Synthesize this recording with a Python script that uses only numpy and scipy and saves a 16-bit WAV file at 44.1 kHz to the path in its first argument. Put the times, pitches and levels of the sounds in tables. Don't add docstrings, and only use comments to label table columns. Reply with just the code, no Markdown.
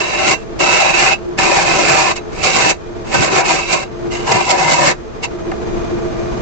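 import sys
import numpy as np
from scipy import signal
from scipy.fft import rfft, irfft, next_fast_len
from scipy.io import wavfile
from scipy.ndimage import uniform_filter1d, minimum_filter1d

SR = 44100
rng = np.random.default_rng(int(sys.argv[2]) if len(sys.argv) > 2 else 0)


def output_pcm(signal):
    pcm = np.clip(np.atleast_2d(signal).T, -1, 1) * 32767
    wavfile.write(sys.argv[1], SR, np.round(pcm).astype(np.int16))


N = 282681
TIME = np.arange(N) / SR


def cutting():
    hiss, ring, roar = passes() * surges() + rubs() + grazes()
    force = tearing(snaps_per_s=3000, size_db=1.5, grain_s=0.00055, end_grain_db=0.87, clump_db=-0.2)
    chip_hiss = chips(force, hiss)
    steel = cutter(force * hiss) + bar(force * ring) + bar_sides(force * ring)
    wood = wall(force * np.sqrt(hiss * roar)) + hollow(force * roar)
    return from_db(12) * (chip_hiss + steel + wood)


def tearing(snaps_per_s, size_db, grain_s, end_grain_db, clump_db, turns_hz=11):
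    turns = np.cumsum(turns_hz * (1 + 0.02 * drift(1.16))) / SR
    end_grain = np.cos(4 * np.pi * turns) + .5 * np.cos(2 * np.pi * turns)
    resistance = from_db(end_grain_db * end_grain + clump_db * drift(73))
    snapping = rng.random(N) < snaps_per_s / SR
    snaps = snapping * from_db(size_db * np.minimum(rng.exponential(1, N), 4))
    energy = signal.lfilter([1], [1, -np.exp(-1 / (grain_s * SR))], snaps ** 2 + 1e-18)
    return rms_one(resistance * np.sqrt(energy) * rng.standard_normal((2, N)))


# (start [s], end [s], attack [s], hiss drive [dB], bar share [dB], hollow share [dB])
CUTTING_PASSES = [(-0.03, 0.338, .02, -28.5, 5.5, 5), (0.583, 1.131, .021, -22, 3, 4),
                  (1.368, 2.115, 0.019, -23, 0.5, 4.5), (2.411, 2.711, 0.037, -19.5, -0.5, 3.5),
                  (3.081, 3.775, 0.063, -27.5, 1, 5.5), (4.252, 4.913, 0.04, -27.5, -2, 8.5)]


def passes():
    return sum(shares(hiss_db, bar_db, hollow_db) * stroke(start, end, attack_s)
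               for start, end, attack_s, hiss_db, bar_db, hollow_db in CUTTING_PASSES)


# (time [s], hiss change [dB], hollow change [dB], length [s])
DEPTH_SURGES = [(0.0, 6.5, 6, 0.018), (0.302, 11.5, 9, 0.034), (0.756, 4.5, 3, .035),
                (0.927, -4.5, -4, .02), (1, 3.5, 1, 0.015), (1.046, 4.5, 3, .03), (1.573, 3.5, 4.5, .022),
                (1.917, 7.5, 6, .035), (1.999, 6.5, 3, 0.022), (2.439, 6, 1.5, .02),
                (2.524, -5, -10.5, .014), (2.555, 3.5, 0.5, .016), (2.7, 5.5, -1, 0.0072),
                (3.151, 6, 7.5, .016), (3.238, 8, 5.5, 0.025), (3.294, -4, 1.5, .018),
                (3.376, 9, 9.5, 0.026), (3.432, -12, 1.5, 0.01), (3.509, 8, 4.5, 0.04),
                (3.654, -5, -11.5, 0.04), (3.73, 12.5, 8, 0.013), (4.321, 12.5, 3, 0.0045),
                (4.354, 5.5, 1.5, 0.011), (4.448, -1.5, -9.5, .022), (4.509, 15, 4, 0.012),
                (4.611, 5.5, 2, .025), (4.724, 12.5, 5.5, 0.028), (4.872, 10.5, 6, 0.051)]


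def surges(bar_follows=0.26):
    change_db = sum(np.outer([hiss_db, bar_follows * hiss_db, hollow_db], bump(at, length))
                    for at, hiss_db, hollow_db, length in DEPTH_SURGES)
    return from_db(change_db)


# (start [s], end [s], attack [s], hiss drive [dB])
TIP_RUBS = [(0.354, 0.426, .025, -48.5), (2.263, 2.416, 0.14, -36.5), (3.026, 3.11, 0.05, -43.5),
            (3.772, 3.829, 0.021, -32.5), (4.092, 4.172, 0.027, -38.5), (4.169, 4.282, 0.03, -45)]


def rubs():
    return sum(shares(hiss_db, bar_db=0.5, hollow_db=3) * stroke(start, end, attack_s)
               for start, end, attack_s, hiss_db in TIP_RUBS)


# (time [s], hiss drive [dB], length [s], hollow share [dB], bar share [dB])
TIP_GRAZES = [(2.164, -32.5, 0.0052, -22, -16), (2.176, -35.5, 0.01, 3, 5.5), (5.242, -27, 0.0098, -0.5, 1),
              (5.517, -43.5, 0.0019, 16, -4.5)]


def grazes():
    return sum(shares(hiss_db, bar_db, hollow_db) * bump(at, length)
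               for at, hiss_db, length, hollow_db, bar_db in TIP_GRAZES)


# (frequency [Hz], relative density [dB])
CHIP_SPECTRUM = [(200, -34.5), (600, -0.5), (1300, -3.5), (1800, -5), (2700, 2.5), (3300, -3.5),
                 (4500, -0.5), (5600, -1.5), (6700, -10), (7600, -12), (8400, -1.5)]


def chips(force, drive):
    hiss = coloured(force * drive, CHIP_SPECTRUM) * np.sqrt(np.mean(drive ** 2))
    return panned(hiss, pan_db=-4.5) * from_db(4.5)


# (frequency [Hz], width [Hz], relative level [dB], left over right [dB])
CUTTER_MODES = [(3837, 22, -2, 4), (4470, 45, 4.5, -14), (4880, 28, -7, -25), (5473, 110, 1.5, -18.5),
                (6050, 37, 0, -25), (6490, 50, 3.5, 1), (6987, 270, -5.5, -1), (7250, 158, 5, -2.5),
                (8190, 120, -7.5, 5)]


def cutter(force):
    return body(force, CUTTER_MODES, shift_db=0.24, shift_rate=27) * from_db(-1.3)


# (frequency [Hz], width [Hz], relative level [dB], left over right [dB])
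BAR_MODES = [(2634, 65, 1.5, -9.5), (2699, 55, 5, -7.5), (2851, 40, -4.5, 8.5)]
# (time [s], frequency [Hz])
BAR_BEND = [(0, 2640), (0.6, 2626), (1.38, 2633), (1.56, 2455), (1.77, 2603), (3.8, 2598), (4.2, 2770),
            (4.5, 2650), (4.95, 2654)]


def bar(force, centre_hz=2653, wander_hz=22):
    bent_hz = np.interp(TIME, *np.transpose(BAR_BEND)) + wander_hz * drift(6.4)
    return body(force, BAR_MODES, shift_db=2.0, shift_rate=11, tuning=bent_hz / centre_hz) * from_db(2.5)


# (frequency [Hz], width [Hz], relative level [dB], left over right [dB])
BAR_SIDE_MODES = [(2157, 51, -3.5, 3.5), (3892, 38, -2.5, -9.5), (7277, 70, -10, -5.5)]


def bar_sides(force):
    return body(force, BAR_SIDE_MODES, shift_db=0.0, shift_rate=8.7) * from_db(-7.0)


# (frequency [Hz], width [Hz], relative level [dB], left over right [dB])
HOLLOW_MODES = [(145.4, 36, -14.5, 0.5), (359, 41, -7.5, 0), (495, 130, -14.5, -0.5), (571, 74, -6.5, 0.5),
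                (649, 75, -9, 8.5), (701, 51, -7.5, 8), (773, 35.7, -3, 3.5), (969, 35, -4, -1),
                (1079, 69, -13, 1.5), (1187, 27, -11.5, 27), (1314, 73, -16.5, 9.5), (1536, 54, -12.5, -8),
                (1601, 22, -14.5, -12.5), (1762, 79, -13, 0)]


def hollow(force):
    return body(force, HOLLOW_MODES, shift_db=2.5, shift_rate=4.16) * from_db(3.5)


# (frequency [Hz], width [Hz], relative level [dB], left over right [dB])
WALL_MODES = [(1980, 38, -2.5, 0), (2087, 69, 2, 2.5), (2216, 60, -1.5, 0), (2400, 48, 3.5, -12)]


def wall(force):
    return body(force, WALL_MODES, shift_db=2.5, shift_rate=2.8) * from_db(-1.9)


# (time [s], level [dB], length [s])
REST_JUDDERS = [(2.478, -21.5, 0.061), (3.189, -7.5, 0.026), (4.345, -11, 0.027)]


def judder(hz, width_hz):
    shake = sum(from_db(level_db) * bump(at, length) for at, level_db, length in REST_JUDDERS)
    rumble = resonate(rng.standard_normal((2, N)), hz, width_hz)
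    return shake * rms_one(resonate(rumble, hz, width_hz))


# (time [s], gain [dB], length [s])
VASE_HUM_SWELLS = [(1.28, 13.5, 0.037), (4.086, 7.5, 0.061), (5.466, 7.5, 0.028), (5.904, 1.5, 0.095)]


def vase_hum():
    swell_db = sum(gain_db * bump(at, length) for at, gain_db, length in VASE_HUM_SWELLS)
    return from_db(-25 + swell_db) * hum_line(hz=351.5, width_hz=13.24, waver_db=3.0)


# (frequency [Hz], width [Hz], level [dB])
LATHE_TONES = [(127.3, 14, -34.5), (243.3, 13, -41.5), (441.5, 18.14, -34.5), (658, 29, -32),
               (1177, 37, -43), (2420, 71, -47.5), (6340, 17, -51.5), (6478, 16, -64)]


def lathe_tones():
    return sum(from_db(level_db) * hum_line(hz, width, waver_db=1.6) for hz, width, level_db in LATHE_TONES)


# (frequency [Hz], relative density [dB])
WHIRR_SPECTRUM = [(12, -51), (20, -4), (156, -13), (233, -9.5), (278, -17), (348, -7), (405, -15.5),
                  (437, -5.5), (508, -16.5), (652, -17.5), (739, -19), (1220, -22.5), (2720, -34.5),
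                  (6380, -41), (8000, -48), (10400, -81.5), (17600, -120)]
# (time [s], gain [dB])
WHIRR_GAIN = [(0, 1.5), (4.0, -0.5), (5.1, 0.5), (5.6, -2), (6.4, -0.9)]


def lathe_whirr(flutter_db):
    level_db = -20.5 + np.interp(TIME, *np.transpose(WHIRR_GAIN)) + flutter_db * drift(40)
    return from_db(level_db) * coloured(rng.standard_normal((2, N)), WHIRR_SPECTRUM)


def workshop(x, wet_db, t60_s):
    echoes = np.zeros((2, N))
    for k, lag in enumerate((rng.uniform(.008, .035, 16) * SR).astype(int)):
        side = k % 2
        loop = x[side].copy()
        feedback = from_db(-60 * lag / SR / t60_s)
        for i in range(lag, N, lag):
            loop[i:i + lag] += feedback * loop[i - lag:i][:N - i]
        echoes[side] += (loop - x[side]) * (-1) ** (k // 2)
    return x + from_db(wet_db) * echoes


def hum_line(hz, width_hz, waver_db):
    wandering_hz = hz + .5 * width_hz * np.array([drift(19.6), drift(19.65)])
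    tone = np.sin(2 * np.pi * np.cumsum(wandering_hz, axis=1) / SR)
    return rms_one(tone * from_db(waver_db * drift(15)))


def body(force, modes, shift_db, shift_rate, tuning=1):
    out, power = 0, 0
    for k, (hz, width, level_db, pan_db) in enumerate(modes):
        share = from_db(level_db + shift_db * drift(shift_rate))
        out = out + (-1) ** k * panned(resonate(force * share, hz * tuning, width), pan_db)
        power += np.mean(share ** 2) * np.pi * width / SR
    return out / np.sqrt(power)


def resonate(x, hz, width_hz):
    r = np.exp(-np.pi * width_hz / SR)
    if np.ndim(hz):
        turn = np.exp(2j * np.pi * np.cumsum(hz) / SR)
        return 2 * np.real(turn * signal.lfilter([1 - r], [1, -r], x * turn.conj() + 1e-18))
    feedback = [1, -2 * r * np.cos(2 * np.pi * hz / SR), r * r]
    return signal.lfilter(np.array([1, 0, -1]) * (1 - r * r) / 2, feedback, x + 1e-18)


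def coloured(x, spectrum):
    hz, level_db = np.transpose(spectrum)
    size = next_fast_len(N)
    log_hz = np.log(np.fft.rfftfreq(size, 1 / SR) + 1)
    gain = from_db(np.interp(log_hz, np.log(hz), level_db))
    return rms_one(irfft(rfft(x, size) * gain, size)[:, :N])


def stroke(start, end, attack_s, release_db_per_s=745.5):
    onset = np.clip((TIME - start) / attack_s, 0, 1) ** 2
    return onset * from_db(-release_db_per_s * np.maximum(TIME - end, 0))


def bump(at, length):
    return np.exp(-.5 * ((TIME - at) / length) ** 2)


def shares(hiss_db, bar_db, hollow_db):
    return from_db(hiss_db + np.array([[0], [bar_db], [hollow_db]]))


def drift(rate_hz):
    r = np.exp(-40 * np.pi * rate_hz / SR)
    slow = signal.lfilter([1], [1, -2 * r, r * r], rng.standard_normal(N // 20 + 3002))[3000:]
    return np.interp(np.arange(N) / 20, np.arange(len(slow)), rms_one(slow))


def panned(x, pan_db):
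    return x * rms_one(from_db([[pan_db / 2], [-pan_db / 2]]))


def from_db(db):
    return 10 ** (np.asarray(db) / 20)


def rms_one(x):
    return x / np.sqrt(np.mean(x ** 2) + 1e-20)


def gain_control(x, threshold_db, release_db_per_s, slope, start_db):
    power = uniform_filter1d(np.mean(x ** 2, axis=0), size=1500)
    over_db = np.maximum(10 * np.log10(np.maximum(power, 1e-12)) - threshold_db, 0)
    fall_db = release_db_per_s * TIME
    held_db = np.maximum(np.maximum.accumulate(over_db + fall_db), start_db) - fall_db
    return x * from_db(-slope * uniform_filter1d(held_db, size=600))


def limiter(x, ceiling):
    gain = np.minimum(1, ceiling / np.maximum(np.abs(x), 1e-9))
    return x * uniform_filter1d(minimum_filter1d(gain, size=61, axis=1), size=61, axis=1)


def overload(x, top, hardness):
    return x / (1 + np.abs(x / top) ** hardness) ** (1 / hardness)


def scene():
    cut = workshop(cutting(), wet_db=-28.0, t60_s=0.17)
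    return cut + judder(hz=126.0, width_hz=110) + lathe_whirr(flutter_db=1.0) + vase_hum() + lathe_tones()


def record(dry):
    levelled = gain_control(dry, threshold_db=-16.0, release_db_per_s=25, slope=0.59, start_db=20)
    narrow = signal.sosfilt(signal.butter(28, 7895, fs=SR, output="sos"), levelled)
    limited = limiter(narrow, ceiling=1.12)
    rounded = overload(limited, top=3.2, hardness=3.6)
    return signal.sosfilt(signal.cheby2(12, 70, 16000, fs=SR, output="sos"), rounded)


dry = scene()
out = record(dry)
output_pcm(out)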